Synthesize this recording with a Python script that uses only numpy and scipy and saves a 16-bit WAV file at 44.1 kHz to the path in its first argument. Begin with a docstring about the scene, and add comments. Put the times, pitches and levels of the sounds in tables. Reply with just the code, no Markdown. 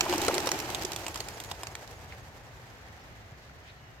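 """Pigeons taking flight

A flock bursts off the grass close by and flies away over an open field. Colliding wing tips clap,
downstrokes thump the air, and feathers rustle and faintly whistle, all fading with distance.
Light wind, a low rumble and a few far bird calls remain, with faint swishes, a chirp and a dull bump."""
import sys
import numpy as np
from scipy.fft import rfft, irfft, next_fast_len
from scipy.io import wavfile
from scipy.ndimage import uniform_filter1d, map_coordinates

SR = 44100
rng = np.random.default_rng(int(sys.argv[2]) if len(sys.argv) > 2 else 0)


def inscribe(sig):
    """Save sig as 16-bit PCM at rate SR to the path in sys.argv[1].

    A 1-D sig is mono; a 2-D sig holds one channel per row.
    Samples are clipped to [-1, 1] before scaling.
    """
    pcm = np.round(np.clip(np.atleast_2d(sig).T, -1, 1) * 32767)
    wavfile.write(sys.argv[1], SR, pcm.astype(np.int16))


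N = 176400

# Spectrum of rubbing feathers. Each row: frequency in Hz, relative level in dB.
FEATHER_SPECTRUM = [(300, -43), (1000, -10.5), (2500, -4), (6500, -4), (8200, -7.5), (9600, -15),
                    (12800, -8), (15500, -19)]
# Coherence of wing noise. Each row: frequency in Hz, left-right correlation.
WING_COHERENCE = [(700, 0.98), (1500, 0.14), (4000, 0.22), (12000, 0)]


def amp(db):
    """Amplitude grows tenfold every 20 dB."""
    return 10 ** (np.asarray(db) / 20)


def unit(x):
    """Normalisation to an rms of 1."""
    return x / np.sqrt(np.mean(x ** 2) + 1e-20)


def along(points, hz):
    """Interpolation of (Hz, value) points on a logarithmic frequency axis."""
    f, v = np.transpose(points)
    return np.interp(np.log(hz + 1), np.log(f + 1), v)


def curves(rows):
    """Linear interpolation in time: one curve for each column after the first."""
    times, *columns = np.transpose(rows)
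    return [np.interp(np.arange(N) / SR, times, column) for column in columns]


def wobble(rate):
    """Smooth random modulation: a spline through rate Gaussian knots a second."""
    knots = rng.standard_normal(int(N * rate / SR) + 4)
    return map_coordinates(knots, [np.arange(N) * rate / SR], mode="nearest")


def swell(rise_s, size=4096):
    """A critically damped envelope, peaking at 1 after rise_s."""
    u = np.arange(size) / SR / rise_s
    return u * np.exp(1 - u)


def filtered(x, response):
    """Linear filtering: the spectrum is multiplied by a frequency response."""
    n = x.shape[-1]
    padded = next_fast_len(n + 4096)
    return irfft(rfft(x, padded) * response(np.fft.rfftfreq(padded, 1 / SR)), padded)[..., :n]


def causal(gain):
    """Folding the cepstrum gives the minimum-phase response with this gain."""
    cepstrum = irfft(np.log(np.maximum(gain, 1e-6)))
    half = len(cepstrum) // 2
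    cepstrum[1:half] *= 2
    cepstrum[half + 1:] = 0
    return np.exp(rfft(cepstrum))


def band(hz, centre_hz, width):
    """Gain of a steep-sided resonance; width is relative to the centre frequency."""
    return 1 / (1 + ((hz / centre_hz - centre_hz / (hz + 1)) / (2 * width)) ** 2)


def stereo_noise(spectrum, coherence):
    """Partly coherent noise of rms 1: the ratio of mid to side sets the correlation."""
    def response(hz):
        angle = np.arccos(np.clip(along(coherence, hz), -1, 1)) / 2
        return amp(along(spectrum, hz)) * [np.cos(angle), np.sin(angle)]
    mid, side = filtered(rng.standard_normal((2, N)), response)
    return unit(np.array([mid + side, mid - side]))


def add(out, start_s, x):
    """Superposition of x on out from start_s."""
    i = max(0, round(start_s * SR))
    out[..., i:i + x.shape[-1]] += x[..., :max(0, N - i)]


def field():
    """Broadband noise of wind in grass over a distant rumble, most coherent in the bass."""
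    # Two spectra. Each row: frequency in Hz, relative level in dB.
    breeze_spectrum = [(120, -45), (200, -1.5), (400, -4.5), (1400, -6.5), (1810, -3), (2470, -10),
                       (6880, -22), (9580, -61), (12600, -30), (16000, -35)]
    rumble_spectrum = [(20, -30), (35, -17), (50, -1), (115, -0.5), (200, -14.5), (1000, -66)]
    # Each row: frequency in Hz, left-right correlation.
    coherence = [(180, 0.92), (550, 0.36), (1650, -0.18)]
    # Each row: time in seconds, gain of the rumble in dB.
    rumble_fade = [(.4, 3), (4, -3)]
    breeze_db, rumble_db = -55, -51.5
    fade_db, = curves(rumble_fade)
    breeze = amp(breeze_db + 0.73 * wobble(3.27)) * stereo_noise(breeze_spectrum, coherence)
    rumble = amp(rumble_db + fade_db + wobble(11)) * stereo_noise(rumble_spectrum, coherence)
    return breeze + rumble


def far_birds():
    """Small birds call across the field: frequency-modulated tones that sink in pitch."""
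    # Each row: centre in seconds, level in dB, pitch in Hz, half-width in seconds, relative pitch jitter.
    calls = [(3.025, -63, 5500, .016, .06), (3.702, -56, 4000, .008, .075), (3.78, -64.5, 4100, .009, .02),
             (3.87, -66.5, 2870, .085, .007)]
    sag_per_s = 0.39
    out = np.zeros(N)
    for centre_s, db, pitch_hz, width_s, jitter in calls:
        t = np.arange(N) / SR - centre_s
        hz = pitch_hz * (1 - sag_per_s * t + jitter * wobble(700))
        out += amp(db) * np.exp(-(t / width_s) ** 2 / 2) * np.sin(2 * np.pi * np.cumsum(hz) / SR)
    return out


def far_sounds():
    """Faint bursts of band-limited noise, and a heavily damped low tone heard as one dull bump."""
    # A soft swish around a distant clap, a thin chirp and another soft swish.
    # Each row: centre in seconds, level in dB, half-width in seconds, pitch in Hz.
    bursts = [(2.124, -50, 0.015, 2040), (3.44, -63.5, .04, 3950), (3.685, -53.5, 0.025, 2400)]
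    bump_s, bump_db, bump_hz, bump_width_s = 3.3255, -37.5, 120, .005
    t, out = np.arange(N) / SR, np.zeros((2, N))
    for centre_s, db, width_s, pitch_hz in bursts:
        noise = unit(filtered(rng.standard_normal((2, N)), lambda hz: band(hz, pitch_hz, width=0.44)))
        out += amp(db) * np.exp(-((t - centre_s) / width_s) ** 2 / 2) * noise
    bump = np.exp(-np.abs(t - bump_s) / bump_width_s) * np.sin(2 * np.pi * bump_hz * (t - bump_s))
    return out + amp(bump_db) * bump


def whistle():
    """Airflow makes one bird's flight feathers sing two faint, falling partials once a stroke."""
    # Each row: time in seconds, level in dB.
    levels = [(.4, -61), (1.1, -55.5), (1.8, -62.5), (3.2, -70), (4, -80)]
    lower_hz, upper_hz, upper_loss_db_per_s = 6700, 10850, 4
    beat_hz, stroke_at_s, width_s = 8.2, 1.11, .009
    sag_per_s, jitter = 2.6, .019
    level_db, = curves(levels)
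    t = np.arange(N) / SR
    from_stroke_s = ((beat_hz * (t - stroke_at_s) + .5) % 1 - .5) / beat_hz

    def partial(hz):
        bend = 1 - sag_per_s * from_stroke_s + jitter * (wobble(1500) + .5 * wobble(8.7))
        return np.sin(2 * np.pi * np.cumsum(hz * bend) / SR)
    gate = np.exp(-((from_stroke_s + .005 * wobble(7.8)) / width_s) ** 2 / 2)
    envelope = amp(level_db + 3.8 * wobble(10.0)) * gate
    return envelope * (partial(lower_hz) + amp(-upper_loss_db_per_s * t) * partial(upper_hz))


def wingbeats(birds=9, beat_hz=8.5, width_s=0.01, scatter_db=3):
    """Incoherent sources add in power: the joint envelope of birds each beating at its own rate."""
    t, power = np.arange(N) / SR, np.zeros(N)
    for _ in range(birds):
        rate_hz = beat_hz * np.exp(0.1032 * rng.standard_normal())
        beats = rate_hz * t + rng.random()
        strength = amp(scatter_db * rng.standard_normal(size=128))[beats.astype(int) % 128]
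        from_stroke_s = (beats % 1 - .5) / rate_hz
        power += (strength * np.exp(-(from_stroke_s / width_s) ** 2 / 2)) ** 2
    return unit(np.sqrt(power + 0.14 * power.mean()))


def flock():
    """Strokes push air and rub feathers; the whoosh loses its bass as the birds leave the near field."""
    # Each row: time in seconds, whoosh level in dB, rustle level in dB.
    levels = [(0, -35.5, -42.5), (.13, -32.5, -38.5), (.33, -34, -41), (.8, -39, -45.5), (1.05, -43.5, -48),
              (1.8, -49.5, -56), (2.3, -53, -60.5), (4, -61, -68.5)]
    # The whoosh close by and far off. Each row: frequency in Hz, relative level in dB.
    near_spectrum = [(40, -15), (100, -7), (220, -11.5), (355, 2), (500, -10.5), (850, -2), (1100, -10.5),
                     (3000, -13.5), (8000, -80)]
    far_spectrum = [(60, -27), (200, -14), (380, -5), (780, -1.5), (1100, -8.5), (1800, -9.5),
                    (3000, -17.5), (8000, -58)]
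    far_after_s, grain_db, grain_hz = 1.33, 2, 705
    whoosh_db, rustle_db = curves(levels)
    pulsing = np.sqrt(wingbeats())
    far_share = np.clip(np.arange(N) / SR / far_after_s, 0, 1) ** 2
    air = np.sqrt(1 - far_share) * stereo_noise(near_spectrum, WING_COHERENCE)
    air += np.sqrt(far_share) * stereo_noise(far_spectrum, WING_COHERENCE)
    feathers = unit(amp(grain_db * wobble(grain_hz)) * stereo_noise(FEATHER_SPECTRUM, WING_COHERENCE))
    return pulsing * (amp(whoosh_db) * air + amp(rustle_db) * feathers)


def flicks(rise_s=0.0016):
    """Wing tips touch lightly, giving short, dry bursts of rustle."""
    # Each row: start in seconds, level in dB.
    contacts = [(0.095, -32.5), (.137, -32), (0.158, -35), (0.237, -35), (.264, -29.5), (0.35, -30.5),
                (.458, -33), (0.5887, -32.5), (.701, -33.5), (0.8213, -34), (.833, -35), (.9183, -32.5),
                (.932, -33.5), (1.143, -36), (1.174, -38.5), (1.437, -40), (1.446, -41), (1.5, -45),
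                (1.875, -46.5), (1.911, -46.5)]
    envelope, shape = np.zeros(N), swell(rise_s)
    for start_s, db in contacts:
        add(envelope, start_s, amp(db) * shape)
    return envelope * stereo_noise(FEATHER_SPECTRUM, WING_COHERENCE)


def puffs(rise_cycles=1.87, turbulence_gain=0.77):
    """A wing displaces a hollow puff of air: a damped tone in turbulence, the lower the longer."""
    # Near downstrokes and distant claps. Each row: start in seconds, level in dB, pitch in Hz.
    downstrokes = [(.062, -26, 863), (.095, -28.5, 361), (.136, -24.5, 886), (.147, -31.5, 310),
                   (.18, -29.5, 370), (.281, -23.5, 450), (.285, -21.5, 1305), (.294, -26, 590),
                   (.308, -29, 890), (.33, -29, 359), (.359, -30.5, 387), (.467, -28, 406),
                   (.472, -29, 1060), (.488, -30, 870), (.525, -35, 309), (.692, -33, 930),
                   (.843, -32, 380), (1.081, -37, 900), (1.513, -35.5, 810)]
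    far_claps = [(2.1235, -38.5, 2150), (3.496, -48.5, 1450)]
    out = np.zeros(N)
    for start_s, db, pitch_hz in downstrokes + far_claps:
        shape = swell(rise_cycles / pitch_hz)
        tone = np.sin(2 * np.pi * pitch_hz * np.arange(len(shape)) / SR)
        noise = rng.standard_normal(len(shape))
        turbulence = unit(filtered(noise, lambda hz: band(hz, pitch_hz, width=0.26)))
        puff = shape * (tone + turbulence_gain * turbulence)
        add(out, start_s, amp(db) * puff * np.linalg.norm(shape) / np.linalg.norm(puff))
    return out


def claps(size=4096):
    """Colliding wing tips radiate a pressure impulse amid rattling quills; the ground reflects both."""
    # Each row: start in seconds, then relative levels of snap, rattle and treble in dB.
    impacts = [(0.0074, -5, -21, -11.5), (0.1256, -15, -27, -19), (0.18, -16.5, -29.5, -9.5),
               (0.216, -18, -30, -9), (0.2477, -23, -32, -8), (0.2814, -10, -23, -11),
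               (0.3414, -20, -29.5, -7.5), (0.38, -7, -28.5, -13), (0.402, -25, -33, -14.5),
               (0.4713, -25, -27.5, -9), (0.4898, -18, -32, -13), (0.516, -7.5, -27, -9.5),
               (0.6004, -16.5, -31.5, -7.5), (0.747, -14, -32, -8), (0.8493, -34, -30, -9),
               (0.961, -18, -32.5, -10), (1.0646, -17, -34, -13.5), (1.0809, -24.5, -36.5, -5),
               (1.1576, -19, -32.5, -12), (1.2034, -20.5, -34.5, -8.5), (1.2847, -23, -36, -6),
               (1.401, -30, -36, -7), (1.5131, -22.5, -31.5, -12.5), (1.6326, -17, -35.5, -13),
               (1.6693, -19.5, -44, -11), (1.7523, -18, -38.5, -14)]
    # Each row: frequency in Hz, relative level in dB.
    spectrum = [(100, -16), (350, -8.5), (850, -5.5), (1500, -8), (2500, 0), (4000, 0.5), (8000, 7.5),
                (9500, -1.5), (13000, 5), (16000, -6.5)]
    snap_gain_db, snap_s, snap_delay_s = -0.5, .00006, 0.001179  # the slap follows the first touch
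    rattle_gain_db, rise_s, fall_s, roughness, coherence = 7.5, 0.00071, 0.0026, 0.42, 0.56
    grass_db, grass_fall_s, ground_db, ground_s = -26.5, 0.0028, -7, 0.0027
    pivot_hz, colour_spread_db, lag_spread_s = 4000, 3, .00005
    out, t, hz = np.zeros((2, N)), np.arange(size) / SR, np.fft.rfftfreq(size, 1 / SR)
    grass_scatter = amp(grass_db) * np.exp(-t / grass_fall_s)
    envelope = (1 - np.exp(-(t / rise_s) ** 2)) * (np.exp(-t / fall_s) + grass_scatter)
    for start_s, snap_db, rattle_db, treble_db in impacts:
        common = np.sqrt(coherence) * rng.standard_normal(size)
        separate = np.sqrt(1 - coherence) * rng.standard_normal((2, size))
        grain = np.exp(roughness * unit(uniform_filter1d(rng.standard_normal(size), size=14)))
        quills = unit((common + separate) * grain)
        u = (t - snap_delay_s) / (snap_s * np.exp(0.23 * rng.standard_normal()))
        impulse = -np.where(u > 0, (1 - u) * np.exp(-np.abs(u)), 0)
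        # Every wing rings a little differently.
        tilt_db = .5 * treble_db * np.log2(np.maximum(hz, 1000) / pivot_hz)
        colour_db = colour_spread_db * unit(uniform_filter1d(rng.standard_normal(len(hz)), size=70))
        wing = causal(unit(amp(along(spectrum, hz) + tilt_db + colour_db)))
        snap = irfft(rfft(impulse) * wing)
        snap *= amp(snap_db + snap_gain_db) / np.abs(snap).max()
        rattle = amp(rattle_db + rattle_gain_db) * irfft(rfft(quills * envelope) * wing)
        echo_s = ground_s * np.exp(0.195 * rng.standard_normal())
        ground = 1 + amp(ground_db) * np.exp(-2j * np.pi * hz * echo_s)
        stereo_lag_s = lag_spread_s * rng.standard_normal()
        direction = np.exp(1j * np.pi * np.array([-hz, hz]) * stereo_lag_s)
        add(out, start_s, irfft(rfft(snap + rattle) * ground * direction))
    return out


def from_right(x):
    """Phase and level cues give direction: the treble reaches the right microphone earlier and louder."""
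    # Each row: frequency in Hz, phase lead of the right channel in radians.
    phase_lead = [(100, 1), (1400, -0.97), (3400, -0.87), (5000, 1.5), (8000, 5), (16000, 13)]
    # Each row: frequency in Hz, level of right over left in dB.
    balance = [(2000, -0.5), (4500, 10), (8000, 4), (13000, 1)]
    side = np.array([[-.5], [.5]])
    return filtered(x, lambda hz: amp(side * along(balance, hz))
                    * np.exp(1j * side * along(phase_lead, hz)))


def scene():
    """Superposition of the pigeons, a little to the right, and the sounds of the open field."""
    wings = from_right(claps() + flicks() + puffs() + flock())
    return wings + whistle() + field() + far_sounds() + far_birds()


def record(dry):
    """Band limiting: a steep low-pass removes the highest treble."""
    cutoff_hz = 16000
    return filtered(dry, lambda hz: 1 / np.sqrt(1 + (hz / cutoff_hz) ** 160))


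dry = scene()
out = record(dry)
inscribe(out)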